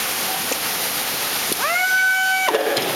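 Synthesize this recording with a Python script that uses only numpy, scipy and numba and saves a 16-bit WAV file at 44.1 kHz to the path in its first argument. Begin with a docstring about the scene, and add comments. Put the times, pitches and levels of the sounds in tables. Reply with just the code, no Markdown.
"""In a noisy factory hall, where leaking air hisses throughout, an air-driven capping head closes a jar.
Valves pop as thumps with a spit of air; the vane motor, a stack of sine partials, spins up to a whine.
The head knocks on the lid with ringing modes and grinds it tight, slip pulses ringing the jar and chuck.
The latch clinks, once faintly in the grind and then at the release; the head lifts with a low noise rumble.
One camera microphone with quick gain control and a narrow dead band in its treble hears it all."""
import sys
import numpy as np
from scipy import signal
from scipy.fft import rfft, irfft
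from scipy.io import wavfile
from scipy.ndimage import uniform_filter1d
from numba import njit

SR = 44100
rng = np.random.default_rng(int(sys.argv[2]) if len(sys.argv) > 2 else 0)


def waveform_to_disk(signal):
    """Save audio, clipped to [-1, 1], as 16-bit WAV at the path in sys.argv[1]."""
    frames = np.transpose(np.atleast_2d(signal))
    scaled = np.clip(frames, -1, 1) * 32767
    samples = np.round(scaled).astype(np.int16)
    wavfile.write(sys.argv[1], SR, samples)


def level_to_linear(level):
    """Convert decibel levels to linear amplitude factors, elementwise."""
    exponent = np.asarray(level, float) / 20
    return 10 ** exponent


N = 130095  # length in samples

# All levels in the tables are those ahead of the microphone's gain control.
# Hall noise with leaking air. Each row: frequency in Hz, relative level in dB per Hz.
HALL_SPECTRUM = [(25, -17), (60, -16.5), (123, -7.5), (220, -1.5), (350, -4.5), (500, -0.5), (620, -4),
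                 (760, 2), (1000, -3.5), (1250, -0.5), (1600, -2), (2600, -2), (5500, -4.5), (7000, -6),
                 (9000, -7), (11500, -2), (13000, -5), (16000, -18.5)]
# Thin wavering whistles. Each row: frequency in Hz, middle level in dB.
WHISTLES = [(2559, -46.5), (8541, -64), (12742, -50)]
# Short faint tones in the hall. Each row: start in seconds, length in seconds, frequency in Hz, level in dB.
PASSING_TONES = [(0.24, 0.18, 750, -32), (1.4, 0.1, 2186, -33.5)]
# Rumble of the lifting head. Each row: time in seconds, level in dB.
LIFT_LEVEL = [(2.74, -60), (2.78, -14), (2.83, -20), (2.88, -19.5), (2.95, -24.5)]
# Colour of that rumble. Each row: frequency in Hz, relative level in dB per Hz.
LIFT_SPECTRUM = [(60, -24), (110, -10), (200, -1), (400, -1), (800, -5), (1500, -11), (4000, -12)]
# Valve pops. Each row: time in seconds, thump level in dB, thump pitch in Hz, spit level in dB,
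# spit centre in Hz.
VALVE_POPS = [(0.5165, -9.5, 490, -10, 6700), (0.5204, -8.5, 460, -16.5, 2500),
              (1.518, -8, 378, -9.5, 10500), (1.5187, -9, 450, -12.5, 4000)]
# Head knocks on the lid. Each row: time in seconds, relative level in dB, tilt in dB per octave
# (above zero is brighter).
LID_KNOCKS = [(2.476, -13, 6), (2.4847, 0, 3), (2.5454, -1.5, -6), (2.5505, -1, 6.5), (2.894, -14, 5)]
# Ringing modes of the lid. Each row: middle pitch in Hz, relative level in dB, time to fall 60 dB in seconds.
LID_MODES = [(420, 0, 0.093), (602, -3, .05), (1049.5, 1, 0.041), (1810, -6.5, 0.032), (2780, -6, .03),
             (3630, -11, 0.027)]
# Metal clinks, one faint during the grind, the rest at the release.
# Each row: time in seconds, relative level in dB.
LATCH_CLINKS = [(2.766, -16), (2.7694, -9.5), (2.777, -13.5), (2.821, -19.5), (2.828, -21), (2.607, -20)]
# Ringing modes of the latch. 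Each row: middle pitch in Hz, relative level in dB, time to fall 60 dB in seconds.
LATCH_MODES = [(3240, -3, 0.048), (3440, -2, .02), (4000, 5.5, 0.019), (4540, -6, .02), (5040, 2, 0.034),
               (6100, -13, 0.017), (6900, -8, 0.039), (8300, -11, 0.031), (10500, -8, .015)]
# Motor under load. Each row: time in seconds, relative level in dB, groan pitch in Hz.
GRIND_PATH = [(2.49, -28, 450), (2.505, -24.5, 408), (2.52, -24, 335), (2.53, -24.5, 428),
              (2.548, -18.5, 480), (2.565, -18, 663), (2.585, -23.5, 693), (2.61, -20.5, 562),
              (2.65, -25.5, 457), (2.68, -22.5, 438), (2.72, -23, 578), (2.745, -24.5, 560),
              (2.77, -26.5, 350), (2.8, -29, 241)]
# Jar and chuck resonances. Each row: centre in Hz, width of the narrower of two filters in Hz,
# relative level in dB.
CHUCK_MODES = [(334, 64, -4.5), (431, 43, -2), (565, 80, 2), (694, 102, -1.5), (1030, 210, -9),
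               (1700, 104, -6.5), (1833, 210, -8.5), (2220, 220, -9.5), (3140, 420, -10.5)]
# Free-running motor. Each row: time in seconds, vane pitch in Hz, relative levels of partials 1, 2, 3 and 4 in dB.
MOTOR_PATH = [(1.57, 286.0, -44, -50, -46, -45), (1.584, 336, -51, -29, -49, -44.5),
              (1.628, 516, -44, -36, -31, -41), (1.646, 574, -30, -23, -28.5, -34),
              (1.688, 655.5, -30.5, -31, -36, -36), (1.702, 671, -24.5, -26, -27, -28.5),
              (1.744, 708, -23.5, -35, -25, -45), (1.764, 713, -32.5, -21.5, -22, -49),
              (1.792, 736, -30, -27.5, -22, -35), (1.824, 736.4, -27, -25, -24, -39),
              (1.844, 742.6, -25.5, -19.5, -30, -32), (1.886, 751, -43, -22, -31, -54),
              (1.92, 747.4, -34, -21.5, -34, -42), (1.95, 752, -32.5, -16.5, -37, -40),
              (2.0, 752.6, -32.5, -18, -20.5, -33), (2.04, 753.8, -27, -15.5, -35, -35),
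              (2.092, 754.8, -30.5, -17.5, -27, -40), (2.186, 755.9, -22.5, -20.5, -24, -32.5),
              (2.28, 757.4, -24, -20.5, -45, -36), (2.342, 758, -22, -19.5, -24.5, -34),
              (2.408, 756.8, -25, -33, -25.5, -40), (2.46, 756, -26, -34, -27, -32.5),
              (2.468, 751.0, -27, -21, -43, -28), (2.476, 692.5, -30, -33, -23, -57),
              (2.48, 634.4, -19.5, -33, -36, -33), (2.49, 480.3, -31, -11, -46, -28),
              (2.504, 427, -26, -28, -40, -48), (2.52, 342, -9, -28, -32, -36)]
# Upper partials of the motor. Each row: multiple of the vane pitch, relative level at full speed in dB.
UPPER_PARTIALS = [(5, -42), (6, -41.5), (7, -47), (8, -37), (9, -40), (10, -38.5), (11, -42), (12, -41.5),
                  (13, -46), (14, -55), (15, -49), (16, -42), (17, -46), (18, -50), (19, -58), (20, -56)]
# Exhaust air of the motor. Each row: frequency in Hz, relative level in dB per Hz.
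EXHAUST_SPECTRUM = [(300, -15), (1000, -10), (2500, -2.5), (5000, -2.5), (9000, -8.5), (15000, -12)]


def time():
    """Seconds of every sample."""
    return np.arange(N) / SR


def curve(table, axis):
    """One column joined by straight lines in time."""
    rows = np.array(table, float)
    return np.interp(time(), rows[:, 0], rows[:, axis])


def gate(on, off, fade):
    """1 between on and off, with ramps just inside both ends."""
    return np.clip((time() - on) / fade, 0, 1) * np.clip((off - time()) / fade, 0, 1)


def level(x, db):
    """Scale to an rms level."""
    return x * level_to_linear(db) / np.sqrt(np.mean(x ** 2))


def walk(rate):
    """Smooth random wandering: levels held 1 / rate s, then averaged twice; spread near 1."""
    hold = int(SR / rate)
    steps = np.repeat(rng.standard_normal(N // hold + 3), hold)
    smooth = uniform_filter1d(uniform_filter1d(steps, hold), hold)
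    return 1.204 * smooth[hold:N + hold]


@njit
def svf(x, hz, width):
    """Band-pass with a moving centre, gain 1 there: a two-state resonator stepped sample by sample."""
    y, b, l = np.empty(len(x)), 0., 0.
    for i in range(len(x)):
        g, k = np.tan(np.pi * hz[i] / SR), width / hz[i]
        v = (b + g * (x[i] - l)) / (1 + g * (g + k))
        b, l, y[i] = 2 * v - b, l + 2 * g * v, k * v
    return y


@njit
def follow(x, attack, release, start):
    """Level follower, quick up and slower down."""
    e, out = start, np.empty(len(x))
    for i in range(len(x)):
        e += (x[i] - e) * (attack if x[i] > e else release)
        out[i] = e
    return out


def band(x, hz, width):
    """Band-pass at a fixed or moving centre."""
    return svf(x, hz + np.zeros(N), 1. * width)


def low_cut(x, order, hz):
    """Take away what lies below hz."""
    return signal.sosfilt(signal.butter(order, hz, "high", fs=SR, output="sos"), x)


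def noise(spectrum, flicker_db):
    """Coloured noise, rms 1, whose half-octave bands flicker on their own."""
    f, rows = np.maximum(np.arange(N // 2 + 1) * SR / N, 1), np.array(spectrum, float)
    colour_db = np.interp(np.log(f), np.log(rows[:, 0]), rows[:, 1], left=-70, right=-70)
    full = rfft(rng.standard_normal(N)) * level_to_linear(colour_db)
    out = 0
    for step in range(8, 30):
        # overlapping triangles, half an octave apart, that add up to 1
        share = np.clip(1 - np.abs(2 * np.log2(f) - step), 0, 1)
        out = out + irfft(full * share, N) * level_to_linear(flicker_db * walk(8.85))
    return level(out, 0)


def ring(at, hz, db, t60):
    """One struck mode: a sine that builds over a 1.5 ms contact and dies away."""
    late = time() - at
    rise = np.clip(late / 0.0015, 0, 1)
    return rise * level_to_linear(db - 60 * np.abs(late) / t60) * np.sin(2 * np.pi * hz * late)


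def crack(at, db, hz, width, t60):
    """A short burst of band-passed noise with a 1.7 ms rise."""
    late = time() - at
    burst = level(band(band(rng.standard_normal(N), hz, width), hz, width), db)
    return burst * np.clip(late / 0.0017, 0, 1) * level_to_linear(-60 * np.abs(late) / t60)


def hall():
    """Leaking air and far machines as flickering noise, with thin wavering whistles and passing tones."""
    # slow swell and faster flutter around -23 dB
    level_db = -23 + 0.07 * walk(3.8) + 0.96 * walk(29.73)
    out = noise(HALL_SPECTRUM, flicker_db=0.67) * level_to_linear(level_db)
    for hz, db in WHISTLES:
        out = out + level_to_linear(db + 3.6 * walk(9.3)) * np.sin(2 * np.pi * hz * time())
    for at, length, hz, db in PASSING_TONES:
        tone = level(band(rng.standard_normal(N), hz, 26), db)
        out = out + tone * gate(at, at + length, 0.052)
    return out


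def lift():
    """Low rumble while the head travels up: coloured noise that follows a level curve."""
    rumble = noise(LIFT_SPECTRUM, flicker_db=2.8)
    return rumble * level_to_linear(curve(LIFT_LEVEL, axis=1)) * (time() > LIFT_LEVEL[0][0])


def valve_pops():
    """Each valve gives a brief low thump of pressure, then a spit of air."""
    thump_t60_s, spit_lag_s, spit_t60_s = 0.008, 0.0051, 0.042
    out = np.zeros(N)
    for at, db, hz, spit_db, spit_hz in VALVE_POPS:
        late = time() - at
        # the thump rises twice as fast as it falls
        t60 = np.where(late > 0, thump_t60_s, 0.5 * thump_t60_s)
        out = out - level_to_linear(db - 60 * np.abs(late) / t60) * np.cos(2 * np.pi * hz * late)
        out = out + crack(at + spit_lag_s, spit_db, spit_hz, 0.6 * spit_hz, spit_t60_s)
    return out


def lid_knocks():
    """Each knock rings the lid's modes, slightly different every time, over a burst of gritty noise."""
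    out = np.zeros(N)
    for at, db, tilt_db in LID_KNOCKS:
        chance = rng.standard_normal((len(LID_MODES), 2))
        for (hz, mode_db, t60), (u, v) in zip(LID_MODES, chance):
            mode_level_db = db + mode_db - 6.5 + v + tilt_db * np.log2(hz / 1000)
            out = out + ring(at, hz * (1 + 0.021 * u), mode_level_db, t60)
        out = out + crack(at, db - 9, 2100, 7000, t60=0.045)
    return out


def latch_clinks():
    """Each clink rings the latch's small metal modes and adds a bright crack of noise."""
    out = np.zeros(N)
    for at, db in LATCH_CLINKS:
        chance = rng.standard_normal((len(LATCH_MODES), 2))
        for (hz, mode_db, t60), (u, v) in zip(LATCH_MODES, chance):
            out = out + ring(at, hz * (1 + 0.021 * u), db + mode_db + 2.4 * v, t60)
        out = out + crack(at, db - 0.5, 6000, 12000, t60=0.023)
    return out


def grind():
    """Uneven slips of the loaded chuck ring the jar and a wandering groan."""
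    rate_hz, scatter, size_db = 160, 0.25, 2.5
    chance, pulses = rng.standard_normal((int(N / SR * 400), 2)), np.zeros(N)
    gaps = np.clip(1 + scatter * chance[:, 0], 0.3, 3)
    at = (np.cumsum(gaps) * SR / rate_hz).astype(int)
    pulses[at[at < N]] = level_to_linear(size_db * chance[at < N, 1])
    push = level(pulses, 0) + 0.83 * rng.standard_normal(N)

    body = np.zeros(N)
    for hz, width, db in CHUCK_MODES:
        mode = band(band(push, hz, width), hz, 2.9 * width)
        body = body + level_to_linear(db) * level(mode, 0)
    body = low_cut(body, 4, 254)

    groan_hz, groan_width_hz = curve(GRIND_PATH, axis=2), 93
    groan = band(band(push, groan_hz, groan_width_hz), groan_hz, groan_width_hz)
    loudness = level_to_linear(11.5 + curve(GRIND_PATH, axis=1))
    return (level(body, -2) + level(groan, -7)) * loudness * gate(GRIND_PATH[0][0], GRIND_PATH[-1][0], 0.013)


def motor():
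    """Vane partials, rough at low speed and cleaner near full speed, where upper ones emerge; air pulses per vane."""
    full_speed_hz, motor_db = 774, 8
    exhaust_on_s, exhaust_off_s, exhaust_db = 1.58, 2.48, -24.5
    hz = curve(MOTOR_PATH, axis=1)
    phase = 2 * np.pi * np.cumsum(hz * (1 + 0.00078 * walk(59.6))) / SR  # slight pitch jitter
    # octaves below full speed, counted only until the exhaust stops
    slow = np.log2(full_speed_hz / hz) * (time() < exhaust_off_s)

    tone = np.zeros(N)
    for k in range(1, 5):
        waver_db = 0.73 * walk(24.9)
        # per octave of slowness: 5 dB of roughness and 4 dB of loss
        slow_db = slow * (5 * walk(90) - 4)
        partial_db = curve(MOTOR_PATH, axis=k + 1) + waver_db + slow_db
        tone = tone + level_to_linear(partial_db) * np.sin(k * phase + k)

    fade_db = 61 * np.log2(hz / full_speed_hz)  # 61 dB less per octave below full speed
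    for k, db in UPPER_PARTIALS:
        loudness = level_to_linear(db + fade_db + 3.3 * walk(9.1))
        tone = tone + loudness * np.sin(k * phase + rng.uniform(0, 2 * np.pi))
    tone = np.sqrt(2) * level_to_linear(motor_db) * tone * gate(MOTOR_PATH[0][0], MOTOR_PATH[-1][0], 0.013)

    pulse = 1 + 0.35 * np.cos(phase)
    air = noise(EXHAUST_SPECTRUM, flicker_db=1.5) * pulse * gate(exhaust_on_s, exhaust_off_s, 0.1)
    return tone + level_to_linear(exhaust_db + 6.5 * slow) * air  # louder air at low speed


def scene():
    """The near machine with its echo from the hall, over the hall noise; one microphone."""
    hits = low_cut(valve_pops() + lid_knocks() + latch_clinks(), 3, 190)
    near = motor() + grind() + lift() + hits
    room_t60_s, room_db = 0.6, -10
    t = time()[:SR // 2]
    # the echo is fading noise that begins 6 ms after the direct sound
    tail = rng.standard_normal(len(t)) * level_to_linear(-60 * t / room_t60_s) * (t > 0.006)
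    tail = tail / np.sqrt(np.sum(tail ** 2))
    echo = signal.fftconvolve(band(near, 1300, 7200), tail)[:N]
    return np.tile(near + level_to_linear(room_db) * echo + hall(), (2, 1))


def top_cut(x):
    """Nothing passes above the cut-off."""
    return signal.sosfilt(signal.butter(12, 16640, fs=SR, output="sos"), x)


def record(dry):
    """A dead band in the treble, then gain control that ducks everything under loud sound."""
    x = dry[0] - band(dry[0], 7830, 1410)  # centre and width of the dead band in Hz
    attack_s, release_s, ratio = 0.0024, 0.07, 3.26
    unity_db = -18  # followed level at which the gain is 1
    size = np.abs(x)
    start = 2 * np.mean(size[:SR // 10])
    heard = follow(size, 1 / (attack_s * SR), 1 / (release_s * SR), start)
    x = x * (level_to_linear(unity_db) / heard) ** (1 - 1 / ratio)
    mix = np.tile(x, (2, 1))
    return top_cut(mix)


dry = scene()
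out = record(dry)
waveform_to_disk(out)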